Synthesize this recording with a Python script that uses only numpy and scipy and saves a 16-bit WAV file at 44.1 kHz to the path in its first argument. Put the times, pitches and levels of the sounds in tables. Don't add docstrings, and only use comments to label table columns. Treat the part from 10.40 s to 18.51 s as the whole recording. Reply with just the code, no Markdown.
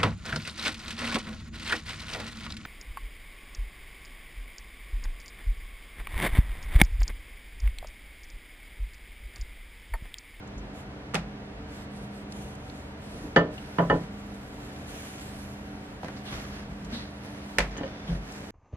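import sys
import numpy as np
from scipy import signal
from scipy.fft import rfft, irfft, next_fast_len
from scipy.io import wavfile
from scipy.ndimage import map_coordinates

SR = 44100
rng = np.random.default_rng(int(sys.argv[2]) if len(sys.argv) > 2 else 0)


def master(y):
    cut = np.clip(np.atleast_2d(y).T, -1, 1)
    pcm = np.round(cut * 32767)
    wavfile.write(sys.argv[1], SR, pcm.astype(np.int16))


N = 357515


def knocks(board_db=-8, side_db=-3):
    # start in s, level in dB, low-pass in Hz, relative pin ring in dB,
    # band favoured by the struck spot in Hz, its lift in dB.
    contacts = [(2.745, -31, 450, -19, 300, -4), (2.84, -36.5, 450, -15, 330, 12.5),
                (2.9612, -19, 6000, -12, 4700, 5), (2.9635, -16, 2600, -1, 1280, 12),
                (2.9644, -22, 800, -24, 520, 11.5), (2.971, -29, 1800, -2, 1400, 4),
                (3.011, -22, 750, -21, 400, 6), (3.061, -35, 900, -1, 620, 6),
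                (3.104, -37, 600, -20, 500, 5), (3.3841, -34, 8000, -14, 4700, 4),
                (3.3852, -17, 1410, -9, 1150, 9.5), (3.394, -20, 1400, -16, 625, 7),
                (3.4992, -16, 1740, -1.5, 1400, 6), (3.505, -25, 1200, -8, 830, 12.5),
                (3.526, -21, 700, -22, 450, 6), (3.549, -28.5, 700, -11, 480, 5),
                (3.572, -30, 600, -12, 500, 4.5), (3.603, -42, 500, -20, 570, 5),
                (7.367, -37.5, 4950, -10, 4600, 5), (7.381, -32, 3520, -9, 900, -1),
                (7.4105, -32, 1800, -17, 290, 6.5), (7.4336, -34, 4200, -7, 540, 8)]
    # frequency in Hz, level in dB, t60 in s.
    pin_modes = [(1033, -13.5, 0.14), (1273, -6, 0.051), (1315, -10, 0.062), (1500, -15.5, 0.06),
                 (1802, 2, 0.095), (1790, -13.5, 0.25), (1970, -10.5, 0.11), (2920, -11.5, 0.12),
                 (2950, -6.5, 0.09), (4640, -11, 0.056), (6400, -17, 0.12)]
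    board_modes = [(254, -2, 0.21), (296.5, -3, 0.27), (409.5, -18.5, 0.29), (450, -11, 0.35),
                   (535, -12.5, 0.28), (577, -8.5, 0.2), (614, -16, 0.49), (674, -3.5, 0.16),
                   (844, -11.5, 0.21), (993, -7.5, 0.21)]
    # frequency in Hz, relative density in dB.
    wood_spectrum = [(60, -7.5), (130, -10.5), (450, -2), (1000, -12.5), (1400, -14.5), (1900, -16.5),
                     (2300, -18.5), (2700, -24.5), (2950, -13), (3500, -21), (4100, -31), (4650, -26),
                     (5300, -36), (12000, -39), (16000, -53)]
    out = np.zeros((2, N))
    for start_s, db, bright_hz, pin_db, spot_hz, lift_db in contacts:
        pin = amp(pin_db) * ring(pin_modes, scatter_db=-1.5, detune=.008, waver_rad=.35)
        board = amp(board_db) * ring(board_modes, scatter_db=2, detune=.004, waver_rad=.35)
        blow = pin + board + burst(wood_spectrum, direct_t60_s=0.023, room_db=-7.5)
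        add(out, start_s, amp(db) * resonance(soften(blow, bright_hz), spot_hz, lift_db))
    return out * amp([[0], [side_db]])


def slaps(side_db=-3, crack_t60_cycles=10, crack_right=.35, attack_s=0.00032, snap_t60_s=.007):
    # start in s, level in dB, low-pass in Hz, air pocket pitch in Hz, its lift in dB,
    # relative crack in dB, smack in dB.
    landings = [(0.738, -36.5, 3500, 1110, 7, -6, -44), (0.744, -28, 8050, 1300, 10, 15, -32),
                (0.7480, -30, 5000, 3500, 4.5, 5, -27.5), (0.7531, -31.5, 6000, 2340, 11.5, 21.5, -26),
                (0.758, -33.5, 3800, 1750, 7, 3, -31), (5.632, -39, 3600, 880, -1, 1, -34.5),
                (5.645, -38, 5030, 1700, 4, 6, -34), (5.658, -44, 4000, 1900, 7, -2, -40),
                (5.683, -38.5, 3000, 1820, 8, 9, -38), (7.184, -23.5, 7500, 2330, 3, 4, -28.5),
                (7.1849, -23, 6000, 2180, 10.5, 22, -27), (7.1916, -25.5, 3000, 2050, 4, 14, -25.5),
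                (7.204, -24.5, 4200, 2000, 9.5, -3, -27.5)]
    # frequency in Hz, relative density in dB.
    clap_spectrum = [(60, -9), (200, -21), (520, 4.5), (700, -3.5), (1200, -3), (2100, -6), (3300, -11),
                     (6000, -11.5), (11500, -12.5), (13500, -24), (15000, -42)]
    snap_spectrum = [(300, -22), (1500, 2), (3500, -0.5), (6000, -2), (11500, -10.5), (15000, -27)]
    smack_spectrum = [(60, -21), (150, 13.5), (270, 4), (540, 7.5), (850, 6), (1500, -21), (4000, -55)]
    out, t = np.zeros((2, N)), age()
    onset = 1 - np.exp(-t / attack_s)
    for start_s, db, bright_hz, pocket_hz, lift_db, crack_db, smack_db in landings:
        clap = soften(burst(clap_spectrum, direct_t60_s=0.032, room_db=-10.5), bright_hz)
        clap = resonance(clap, pocket_hz, lift_db, q=2.5)
        snap = noise(snap_spectrum, len(t)) * amp(crack_db - 12.5 - 60 * t / snap_t60_s)
        smack = amp(smack_db) * burst(smack_spectrum, direct_t60_s=0.067, room_db=-12)
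        impact = onset * (amp(db) * (clap + snap) + smack) * amp([[0], [side_db]])
        cycles = pocket_hz * t
        crack_gain = amp(db + crack_db - 60 * cycles / crack_t60_cycles) * np.minimum(cycles, 1)
        crack = crack_gain * np.sin(2 * np.pi * cycles)
        add(out, start_s, impact + np.outer([1, -crack_right], crack))
    return out


def thuds(side_db=-9):
    # start in s, top boom in dB, frame sway in dB, rise in s.
    weights = [(0.134, -40, -34, 0.017), (0.753, -23.5, -39.5, 0.005), (1.118, -49, -42, .02),
               (2.967, -14.5, -45, 0.0058), (3.385, -11.5, -48, 0.02), (3.501, -13, -39, 0.026),
               (6.279, -32.5, -40, 0.016), (6.418, -32, -41.5, 0.017), (7.185, -26.5, -32, 0.0018),
               (7.4, -32.5, -40, 0.0092), (7.686, -15.5, -28, 0.015)]
    # frequency in Hz, level in dB, t60 in s.
    top_modes = [(121, -38, 0.099), (135.7, -14, 0.35), (167.9, -1.5, 0.3), (180.2, -19, 0.43)]
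    frame_modes = [(49.2, 4, 0.6), (64.3, -15, 0.35), (76.3, -1, 0.39)]
    out = np.zeros((2, N))
    for start_s, boom_db, sway_db, rise_s in weights:
        boom = amp(boom_db) * ring(top_modes, scatter_db=1)
        sway = amp(sway_db) * ring(frame_modes, scatter_db=1)
        add(out, start_s, (boom + sway) * (1 - np.exp(-age() / rise_s)))
    return out * amp([[0], [side_db]])


def bumps(rise_s=0.0067):
    # start in s, level in dB, pitch in Hz, t60 in s.
    blows = [(5.752, -27.5, 279, 0.083), (6.521, -26, 231, 0.19), (7.405, -26, 268, 0.13),
             (7.432, -26, 533, 0.12)]
    out = np.zeros((2, N))
    for start_s, db, hz, t60_s in blows:
        add(out, start_s, ring([(hz, db, t60_s)], scatter_db=3) * (1 - np.exp(-age() / rise_s)))
    return out


def rolling():
    # start in s, length in s, flour hiss in dB, palms on the handles in dB, rumble in dB.
    pushes = [(1.266, 0.21, -61.5, -52.5, -51), (1.49, 0.22, -63, -68, -47), (1.68, 0.18, -63.5, -70, -59),
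              (1.873, 0.31, -58.5, -64, -45), (2.1, 0.47, -65, -63, -52), (2.552, 0.43, -60, -55.5, -47),
              (7.639, 0.17, -62.5, -49, -38), (7.77, 0.41, -59, -48.5, -51)]
    t, moves = np.arange(N) / SR, []
    for start_s, length_s, *levels_db in pushes:
        speed = np.sin(np.pi * np.clip((t - start_s) / length_s, 0, 1))
        moves.append((speed, levels_db))
    return friction(moves, bright_hz=12000)


def sliding(weight_db=-5):
    # start in s, length in s, flour hiss in dB, skin rub in dB.
    slides = [(0.331, 0.053, -55, -68), (3.096, 0.58, -64, -54), (3.69, 0.55, -66, -61),
              (4.158, 0.38, -63, -54), (4.456, 0.34, -56, -52), (4.573, 0.16, -60, -54),
              (4.769, 0.23, -57.5, -54), (4.96, 0.2, -60, -59), (5.092, 0.49, -68, -59.5),
              (5.586, 0.27, -66.5, -56), (5.823, 0.32, -60.5, -47), (5.888, 0.12, -57.5, -39.5),
              (6.105, 0.13, -63, -47), (6.263, 0.68, -69, -58), (6.484, 0.15, -62, -44),
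              (6.802, 0.51, -65, -52), (7.275, 0.5, -74, -50)]
    moves = [(slide_gain(start_s, length_s), (hiss_db, rub_db, rub_db + weight_db))
             for start_s, length_s, hiss_db, rub_db in slides]
    return friction(moves, bright_hz=18000)


def friction(moves, bright_hz, skin_db=-1, grit_per_s=220, grit_db=6):
    # frequency in Hz, relative density in dB.
    flour_spectrum = [(500, -26), (1500, 2.5), (3000, 1.5), (5000, -4.5), (7500, 0), (12000, -3),
                      (13800, -14), (15000, -22)]
    skin_spectrum = [(200, 12), (700, 3), (1700, 6), (3500, -4.5), (6000, -8), (12000, -44)]
    rumble_spectrum = [(25, -24), (45, 5), (85, -5), (140, -3.5), (330, -15), (700, -13.5), (2000, -81)]
    hiss, rub, press = np.sqrt(sum(np.outer(amp(levels_db), gain) ** 2 for gain, levels_db in moves))
    grains = rng.standard_normal((2, N)) * (1 + amp(grit_db) * (rng.random(N) < grit_per_s / SR))
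    flour = colour(grains, flour_spectrum) * amp(wobble(900) + wobble(35))
    skin = unit(noise(skin_spectrum) * amp(2 * wobble(400) + 1.1 * wobble(30)))
    flour = under_hand(soften(flour, bright_hz))
    return hiss * flour + amp(skin_db) * rub * skin + press * noise(rumble_spectrum)


def under_hand(x, delay_s=.00022, echo_gain=.3):
    samples = np.arange(N)
    late = samples - delay_s * np.exp(.25 * wobble(3)) * SR
    echo = np.array([np.interp(late, samples, channel) for channel in x])
    return unit(x + echo_gain * echo)


def ticks(skirt_db=-12):
    # start in s, level in dB, pitch in Hz, time to fall 30 dB in s, width as frequency ratio.
    touches = [(0.074, -55, 6760, .015, 1.2), (0.178, -54, 6300, 0.035, 1.2), (1.546, -48, 1500, 0.01, 1.8),
               (1.922, -41.5, 4300, 0.012, 2.5), (2.151, -52, 6500, .015, 1.8),
               (2.298, -43, 4170, 0.0097, 0.88), (3.178, -40.5, 2880, 0.027, 1.04),
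               (3.94, -57, 7000, .04, 2.2), (4.36, -52, 2570, 0.03, 2.2), (5.76, -52, 4770, 0.093, 1),
               (5.854, -44.5, 3340, 0.17, 1.4), (6.445, -49.5, 5000, 0.025, 2.2),
               (6.522, -41.5, 3840, 0.21, 1.33), (7.371, -45, 6400, 0.033, 1.1),
               (7.675, -44.5, 3220, 0.059, 1.1), (7.92, -44, 5500, .015, 2)]
    out, t = np.zeros((2, N)), age()
    for start_s, db, hz, fall_s, spread in touches:
        band = [(hz / 8, -40), (hz / spread, skirt_db), (hz, 0),
                (hz * spread, skirt_db), (hz * 3, -50), (hz * 8, -80)]
        gain = amp(db - 30 * t / fall_s) * (1 - np.exp(-10 * t / fall_s))
        add(out, start_s, gain * noise(band, len(t)))
    return out


def rasp(slips_per_s=1500, clump_db=3.5):
    # start in s, length in s, level in dB.
    drags = [(4.485, 0.22, -58.5), (4.72, 0.18, -58), (5.9, 0.1, -56)]
    # frequency in Hz, relative density in dB.
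    scratch_spectrum = [(600, -25), (2200, 6.5), (4000, -4), (7000, -3), (12000, -15), (15000, -29)]
    slips = (rng.random((2, N)) < slips_per_s / SR) * rng.standard_normal((2, N))
    scratches = unit(colour(slips * amp(clump_db * wobble(60)), scratch_spectrum))
    return scratches * sum(amp(db) * slide_gain(start_s, length_s) for start_s, length_s, db in drags)


def squeak(start_s=7.43, length_s=0.32, hz=3530, db=-62.5, side_db=-5):
    phase = 2 * np.pi * hz * np.arange(N) / SR + .55 * np.array([wobble(110), wobble(110)])
    gain = slide_gain(start_s, length_s) * amp(db + 2 * wobble(25))
    return gain * np.sin(phase) * amp([[0], [side_db]])


def appliance(fan_db=-44, drift_rad=0.47, flutter_db=2.26):
    # frequency in Hz, relative density in dB.
    fan_spectrum = [(15, -55), (25, -7), (48, 1.5), (104, -4), (297, -2.5), (340, -10), (666, -8.5),
                    (804, -14.5), (970, -13), (1080, -19.5), (1380, -17), (2170, -22), (5880, -39),
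                    (12200, -51), (15500, -74)]
    # frequency in Hz, rms level in dB.
    motor_lines = [(50.5, -74), (76, -52.5), (101, -58.5), (126.6, -52.5), (140, -58.5), (202.8, -48),
                   (291, -53), (392, -61), (448, -59), (759, -61), (1141, -68)]
    t = np.arange(N) / SR
    out = amp(fan_db) * noise(fan_spectrum)
    for hz, db in motor_lines:
        phase = rng.uniform(0, 2 * np.pi, (2, 1)) + drift_rad * wobble(4.9)
        out += np.sqrt(2) * amp(db + flutter_db * wobble(4.7)) * np.sin(2 * np.pi * hz * t + phase)
    return out


def ring(modes, scatter_db, detune=0, waver_rad=0):
    t, out = age(), 0
    for k, (hz, db, t60_s) in enumerate(modes):
        strength, shift = rng.standard_normal(2)
        drift = waver_rad * np.interp(t, np.linspace(0, .5, 50), rng.standard_normal(50))
        phase = k * np.pi + np.array([[0], [-np.pi / 2]]) + drift
        gain = amp(db + scatter_db * strength - 60 * t / t60_s)
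        out = out + gain * np.sin(2 * np.pi * hz * (1 + detune * shift) * t + phase)
    return out


def burst(spectrum, direct_t60_s, room_db):
    # frequency in Hz, t60 in s.
    room_decay = [(100, 0.51), (500, 0.24), (1500, 0.22), (4000, 0.21), (12000, 0.15)]
    t = age()
    hz, frame_s, frames = signal.stft(noise(spectrum, len(t)), SR, nperseg=256)
    decay = amp(-60 * frame_s / along(room_decay, hz)[:, None])
    tail = signal.istft(frames * decay, SR, nperseg=256)[1][:, :len(t)]
    direct = noise(spectrum, len(t)) * amp(-60 * t / direct_t60_s)
    return direct + amp(room_db) * tail * (1 - np.exp(-t / 0.00011))


def slide_gain(start_s, length_s, attack_s=0.044, release_s=0.14):
    t = np.arange(N) / SR - start_s
    return np.clip(t / attack_s, 0, 1) * np.clip((length_s - t) / release_s + .5, 0, 1)


def resonance(x, hz, lift_db, q=3):
    return x + (amp(lift_db) - 1) * signal.lfilter(*signal.iirpeak(hz, q, fs=SR), x)


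def soften(x, hz):
    return signal.lfilter(*signal.butter(2, hz, fs=SR), x)


def noise(spectrum, size=N):
    return unit(colour(rng.standard_normal((2, size)), spectrum))


def colour(x, spectrum):
    return filtered(x, lambda hz: amp(along(spectrum, hz)))


def filtered(x, response):
    size = next_fast_len(x.shape[-1] + SR // 4)
    return irfft(rfft(x, size) * response(np.fft.rfftfreq(size, 1 / SR)), size)[..., :x.shape[-1]]


def wobble(knots_per_s):
    knots = rng.standard_normal(int(N * knots_per_s / SR) + 4)
    return map_coordinates(knots, [np.arange(N) * knots_per_s / SR])


def along(points, hz):
    points_hz, values = np.transpose(points)
    return np.interp(np.log(hz + 1), np.log(points_hz + 1), values)


def add(track, start_s, sound):
    part = track[:, round(start_s * SR):][:, :sound.shape[-1]]
    part += sound[..., :part.shape[-1]]


def age():
    return np.arange(SR // 2) / SR


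def amp(db):
    return 10 ** (np.asarray(db) / 20)


def unit(x):
    return x / np.sqrt(np.mean(x ** 2) + 1e-20)


def scene():
    # frequency in Hz, side gain in dB.
    width = [(60, -52), (120, -23), (220, -21), (400, -11.5), (700, -5), (1300, 0.5), (2400, 3),
             (4400, 6.5), (8000, 5), (15000, 11)]
    # frequency in Hz, left over right in dB.
    lean = [(250, 0.18), (700, -1.5), (2000, -1.2), (7000, 0.06)]
    impacts = knocks() + slaps() + thuds() + bumps() + ticks()
    mid, side = impacts + rolling() + sliding() + rasp() + squeak() + appliance()
    side = colour(side, width)
    stereo = np.array([mid + side, mid - side])
    return filtered(stereo, lambda hz: amp(np.outer([.5, -.5], along(lean, hz))))


def record(dry, low_cut_hz=37, ceiling=.96, top_hz=15200):
    thin = signal.sosfilt(signal.butter(4, low_cut_hz, "highpass", fs=SR, output="sos"), dry)
    rounded = thin / (1 + np.abs(thin / ceiling) ** 8) ** (1 / 8)
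    return filtered(rounded, lambda hz: amp(along([(12500, -0.2), (top_hz, -0.82)], hz)) * (hz < top_hz))


dry = scene()
out = record(dry)
master(out)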